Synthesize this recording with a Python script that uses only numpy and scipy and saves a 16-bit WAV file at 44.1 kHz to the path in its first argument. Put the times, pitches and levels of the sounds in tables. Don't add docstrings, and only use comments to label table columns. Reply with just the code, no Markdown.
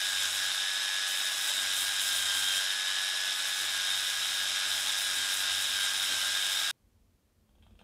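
import sys
import numpy as np
from scipy import signal
from scipy.fft import rfft, irfft
from scipy.io import wavfile

SR = 44100
rng = np.random.default_rng(int(sys.argv[2]) if len(sys.argv) > 2 else 0)


def to_wav(sig):
    pcm = np.clip(np.atleast_2d(sig), -1, 1) * 32767
    pcm = np.round(pcm).astype(np.int16)
    wavfile.write(sys.argv[1], SR, pcm.T)


N = 345461
T = np.arange(N) / SR

# time in seconds, teeth per second.
GEAR_SPEED = [(0.0, 1646), (0.24, 1619), (0.4, 1655), (0.55, 1638), (0.66, 1686), (1.15, 1679),
              (1.72, 1624), (1.9, 1634), (2.13, 1603), (2.57, 1594), (2.73, 1687), (3.55, 1683),
              (3.75, 1630), (4.2, 1649), (4.79, 1622), (5.06, 1650), (5.21, 1606), (5.38, 1632),
              (5.49, 1605), (5.65, 1632), (5.8, 1593), (5.96, 1622), (6.14, 1573), (6.33, 1620),
              (6.7, 1618)]
# touch and lift times in seconds, then levels in dB of
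PASSES = [(0.0, 0.512, -42.5, -50.5, -41.5), (1.064, 2.56, -41.5, -45.5, -36.5),
          (3.331, 4.5, -47, -49.5, -45.5), (4.654, 5.42, -42.5, -48.5, -35), (5.496, 6.72, -45, -46, -40.5)]
# start in seconds, length in seconds, fizz level in dB.
BITES = [(0.29, 0.075, -43), (1.06, .06, -44), (1.41, .07, -43.5), (1.72, 0.099, -40.5), (1.99, 0.11, -40),
         (2.33, 0.11, -45), (4.67, .08, -44.5), (4.96, .05, -40.5), (5.11, .05, -44.5), (5.29, 0.13, -42.5),
         (5.56, 0.15, -48), (5.95, .1, -44)]
# start in seconds, length in seconds, level in dB.
SNAGS = [(3.59, .05, -58), (5.08, .14, -57), (6.09, 0.024, -50.5)]
# pitch in Hz at 1690 teeth per second, relative level in dB.
ROLLER_TONES = [(50, -12), (75, -9), (95, 0), (188, -15), (247, -9), (263, -6)]
# time in seconds, relative levels in dB of hand rumble and of scraper rubbing.
HANDWORK = [(6.74, -91, -99), (6.876, -69, -85), (7.146, -73.5, -99), (7.212, -81, -98),
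            (7.346, -78.5, -99), (7.722, -62, -82), (7.83, -71, -74)]
# time in seconds, relative level in dB, offset for its knock in dB.
CATCHES = [(7.492, -67, -2), (7.553, -66, -3), (7.583, -68, -2), (7.624, -56, -15), (7.632, -59, -10),
           (7.666, -58, -2), (7.707, -59, -10), (7.754, -62, -8), (7.79, -47.5, -23), (7.804, -61, -4),
           (7.814, -57, 2)]
# pitch in Hz, relative level in dB, seconds to fade by 60 dB.
SCRAPER_TONES = [(650, -3, .006), (1590, -5, 0.0096), (2620, -11, .013), (2770, -9, .013),
                 (3190, -2, 0.013), (3330, -8, 0.013), (3500, -18.5, 0.014), (5000, -22, .008),
                 (6350, -18, .01), (8430, -13, .007)]

# frequency in Hz, relative level in dB.
CHATTER_COLOUR = [(200, -30), (480, -21.5), (630, -7.5), (1100, -7.5), (1350, -3.5), (1950, -2.5),
                  (2800, 0), (3900, 3.5), (4350, -4.5), (6300, -5.5), (9000, -18.5), (14000, -35)]
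REBOUND_COLOUR = [(2000, -25.5), (3000, -0.5), (3750, 3.0), (4600, -27.5), (8000, -27.5)]
SPARK_COLOUR = [(6000, -22), (9800, 0), (11500, 0), (13000, -13), (16000, -23)]
HISS_COLOUR = [(2000, -21.5), (5000, -15.5), (7000, 1), (9000, -2), (11300, -9), (12500, -16),
               (16000, -28.5)]
FIZZ_COLOUR = [(3000, -18), (7000, 1.5), (10500, 5.5), (12500, -1.5), (14000, 0), (16000, -8.5)]
RUB_COLOUR = [(30, -13), (130, 0), (240, 2), (450, 5.5), (800, -3), (1200, 7), (2200, -17)]
HANDS_COLOUR = [(20, -22), (40, -2), (90, 1.5), (140, -27), (300, -24), (600, -25), (1500, -55)]
ROOM_COLOUR = [(59, -33), (100, -2), (467, -13), (576, -14.5), (774, -20), (1090, -19.5), (1310, -22.5),
               (13900, -29.5), (15500, -33)]

# frequency in Hz, width in Hz, boost in dB.
HOUSING_RINGS = [(1574, 220, 5), (3764, 220, 5), (5170, 260, 9.5), (5557, 310, 5)]
ARM_RINGS = [(1259, 24, 6), (1496, 20, 6), (2994, 20, 7), (3201, 30, 6), (3436, 20, 6), (3665, 30, 4),
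             (3737, 28, 3), (5597, 30, 5), (6200, 40, 4)]
PART_RINGS = [(7720, 110, 6), (9033, 45, 7), (9217, 45, 8), (13900, 250, 4)]
BENCH_RINGS = [(48.1, 14, 4.5), (214, 48, 20.5)]

STOP_S, JERK_HZ, GEAR_TEETH = 6.713, 95.955, 11
FREE_HZ, SAG_HZ = 1686, 85
WHINE_DB, WHINE_TOUCH_DB, WHINE_SQUEAL_DB = -39.7, -2.5, 2.8
THIRD_DB, THIRD_TOUCH_DB = -48, -2
SQUEAL_HZ, SQUEAL_WIDTH_HZ, SQUEAL_BUILD_S = 3192, 55, .11
RATTLE_DB, RATTLE_LOAD_DB = -33.5, 0.93
HISS_DB, HISS_LOAD_DB = -43, 5
RUB_DB, RUB_LOAD_DB = -66.5, 2.5
THRUM_DB, THRUM_LOAD_DB = -71, 8.5


def amp(db):
    return 10 ** (np.asarray(db) / 20)


def unit(x):
    return x / np.sqrt(np.mean(x ** 2) + 1e-20)


def curve(rows, column=1):
    rows = np.array(rows)
    return np.interp(T, rows[:, 0], rows[:, column])


def wander(hz):
    freqs = np.fft.rfftfreq(8192, T[-1] / 8192)
    slow = irfft(rfft(rng.standard_normal(8192)) / (1 + (freqs / hz) ** 4))
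    return unit(np.interp(T, np.linspace(0, T[-1], len(slow)), slow))


def colour(x, points, rings=()):
    freqs = abs(np.fft.fftfreq(8192, 1 / SR))
    hz, db = np.transpose(points)
    boost_db = sum(boost / (1 + (2 * (freqs - centre) / width) ** 2) for centre, width, boost in rings)
    gain = amp(np.interp(np.log(freqs + 1), np.log(hz), db) + boost_db)
    response = np.exp(np.conj(signal.hilbert(np.log(gain))))
    ring = np.fft.ifft(response).real[:4096]
    return unit(signal.oaconvolve(x, ring)[:N])


def grains(per_s, spread_db):
    size = amp(spread_db * np.minimum(rng.exponential(1, N), 4))
    return unit(size * rng.choice([-1, 1], N) * (rng.random(N) < per_s / SR))


def held(start, end, rise=.02, fall=.14):
    end = max(end, start + rise)
    return np.interp(T, [start, start + rise, end, end + fall], [0, 1, 1, 0])


def bursts(rows):
    return sum(amp(db) * held(start, start + length, rise=.025, fall=.05) for start, length, db in rows)


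def jerk(centre, width):
    offset = (T * JERK_HZ - centre + .5) % 1 - .5
    return np.exp(-.5 * (offset / width) ** 2)


def kick(start, decay):
    age = (T * JERK_HZ - start) % 1 / decay
    return age * np.exp(1 - age)


def taps(centre, jitter, spread_db):
    count = int(T[-1] * JERK_HZ) - 1
    late, size = rng.standard_normal((count, 2)).T
    at = np.round((np.arange(count) + centre + jitter * late) / JERK_HZ * SR).astype(int)
    return unit(np.bincount(np.clip(at, 0, N - 1), amp(spread_db * size), N))


def arm_ringing(speed):
    near = 1 / (1 + (2 * (2 * speed - SQUEAL_HZ) / SQUEAL_WIDTH_HZ) ** 2)
    memory = np.exp(-1 / (SQUEAL_BUILD_S * SR))
    built_up = signal.lfilter([1 - memory], [1, -memory], near)
    return np.sqrt(near * built_up)


def gear_whine(teeth, contact, ringing):
    pull = 1 + 2.4 * jerk(centre=.53, width=.1) + .55 * jerk(centre=.98, width=.1)
    twist = .9 * jerk(centre=.85, width=.1)
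    phase = 2 * np.pi * teeth
    shaft = phase / GEAR_TEETH
    force = pull * (1 - .25 * np.cos(shaft)) * amp((.5 + 1.5 * contact) * wander(hz=9))
    sway = twist + .22 * np.sin(shaft) + .1 * wander(hz=40)
    whine_db = WHINE_DB + WHINE_TOUCH_DB * contact + WHINE_SQUEAL_DB * ringing
    whine = amp(whine_db) * unit(force * np.cos(phase + sway))
    grip = sum(amp(db) * held(touch, lift) for touch, lift, _, _, db in PASSES)
    squeal = grip * ringing * unit(np.sqrt(force) * np.cos(2 * phase + .5 * sway))
    third = amp(THIRD_DB + THIRD_TOUCH_DB * contact) * unit(force * np.cos(3 * phase + sway))
    return whine + squeal + third


def drive_rattle(teeth, load):
    wobble = 1 + .15 * np.cos(2 * np.pi * teeth / GEAR_TEETH)
    clicks = grains(per_s=18000, spread_db=3) * (1 + .31 * kick(start=.42, decay=.032)) * wobble
    knocks = taps(centre=.625, jitter=.014, spread_db=2.1)
    chatter = colour(clicks, CHATTER_COLOUR, HOUSING_RINGS + ARM_RINGS)
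    rebound = colour(knocks, REBOUND_COLOUR, HOUSING_RINGS + ARM_RINGS)
    level_db = RATTLE_DB + RATTLE_LOAD_DB * load + .5 * wander(hz=22)
    return amp(level_db) * unit(chatter + amp(-6) * rebound)


def sparks():
    spit = grains(per_s=20000, spread_db=2) * jerk(centre=.49, width=.04) * amp(2 * wander(hz=45))
    return amp(-50) * colour(spit, SPARK_COLOUR)


def belt(load):
    pull = amp(wander(hz=52)) * (1 + .5 * kick(start=.37, decay=.088))
    hiss = colour(grains(per_s=20000, spread_db=5.5) * pull, HISS_COLOUR, PART_RINGS)
    chips = grains(per_s=20000, spread_db=2) * pull * amp(.9 * wander(hz=34.7))
    fizz = colour(chips, FIZZ_COLOUR, PART_RINGS)
    rub = colour(rng.standard_normal(N), RUB_COLOUR, rings=[(231, 22, 2.3), (362, 170, 5.1)])
    scouring, cutting = 0, 0
    for touch, lift, hiss_db, fizz_db, _ in PASSES:
        pressed = held(touch, lift)
        scouring += pressed * amp(hiss_db + HISS_LOAD_DB * (load - 1))
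        cutting += pressed * amp(fizz_db)
    cutting *= amp(2.4 * wander(hz=9))
    return (np.hypot(amp(HISS_DB), scouring) * hiss
            + np.hypot(cutting, bursts(BITES)) * fizz
            + np.hypot(amp(RUB_DB + RUB_LOAD_DB * load), bursts(SNAGS)) * rub)


def rollers(teeth, load, contact, idle_share=.35):
    clock = teeth / 1690
    tones = 0
    for hz, db in ROLLER_TONES:
        level = amp(db + 2.5 * wander(hz=6))
        tones += level * np.cos(2 * np.pi * hz * clock + .6 * wander(hz=9))
    return amp(THRUM_DB + THRUM_LOAD_DB * load) * np.maximum(contact, idle_share) * unit(tones)


def with_echoes(x, echo_db, fade_s):
    t = np.arange(SR // 2) / SR
    echoes = rng.standard_normal(len(t)) * (rng.random(len(t)) < 2500 / SR)
    tail = echoes * (t > .003) * amp(-60 * t / fade_s)
    return x + amp(echo_db) * signal.oaconvolve(x, tail / np.linalg.norm(tail))[:N]


def hands():
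    return amp(curve(HANDWORK) + 6) * colour(rng.standard_normal(N), HANDS_COLOUR, BENCH_RINGS)


def still_room():
    return amp(-73.5) * colour(rng.standard_normal(N), ROOM_COLOUR)


def scraper():
    t = np.arange(4000) / SR
    ring = sum(amp(db - 60 * t / fade_s) * np.sin(2 * np.pi * hz * t) for hz, db, fade_s in SCRAPER_TONES)
    catches, knocks = np.zeros((2, N))
    for start, db, knock_db in CATCHES:
        at = min(round(start * SR), N - 1)
        catches[at], knocks[at] = amp(db), amp(db + knock_db)
    part_thud = np.sin(2 * np.pi * 780 * t) * np.exp(-t / .0012)
    bench_thud = .25 * np.sin(2 * np.pi * 205 * t) * np.exp(-t / .018)
    thuds = signal.oaconvolve(knocks, part_thud + bench_thud)[:N]
    release = (1 - np.exp(-t / .001)) * (np.exp(-t / .003) + .3 * np.exp(-t / .016))
    slips = unit(signal.oaconvolve(grains(per_s=8100, spread_db=0), ring)[:N])
    rubbing = amp(curve(HANDWORK, column=2) - 7)
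    scratching = amp(-5) * signal.oaconvolve(catches, release)[:N]
    return slips * (rubbing + scratching) + amp(9.5) * thuds


def scene():
    speed = curve(GEAR_SPEED)
    load = np.clip((FREE_HZ - speed) / SAG_HZ, 0, None)
    contact = np.minimum(sum(held(touch, lift) for touch, lift, *_ in PASSES), 1)
    teeth = np.cumsum(speed + (1 + 2 * contact) * wander(hz=10)) / SR
    rasp = with_echoes(drive_rattle(teeth, load) + sparks() + belt(load), echo_db=-7.5, fade_s=.29)
    tool = gear_whine(teeth, contact, arm_ringing(speed)) + rasp + rollers(teeth, load, contact)
    handwork = hands() + still_room() + with_echoes(scraper(), echo_db=-6, fade_s=.25)
    running = np.clip((STOP_S - T) / .002, 0, 1)
    return (running * tool + (1 - running) * handwork)[None]


def record(dry):
    low_pass = signal.firwin(511, 15700, window=("kaiser", 9), fs=SR)
    return signal.oaconvolve(dry, low_pass[None], "same")


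dry = scene()
out = record(dry)
to_wav(out)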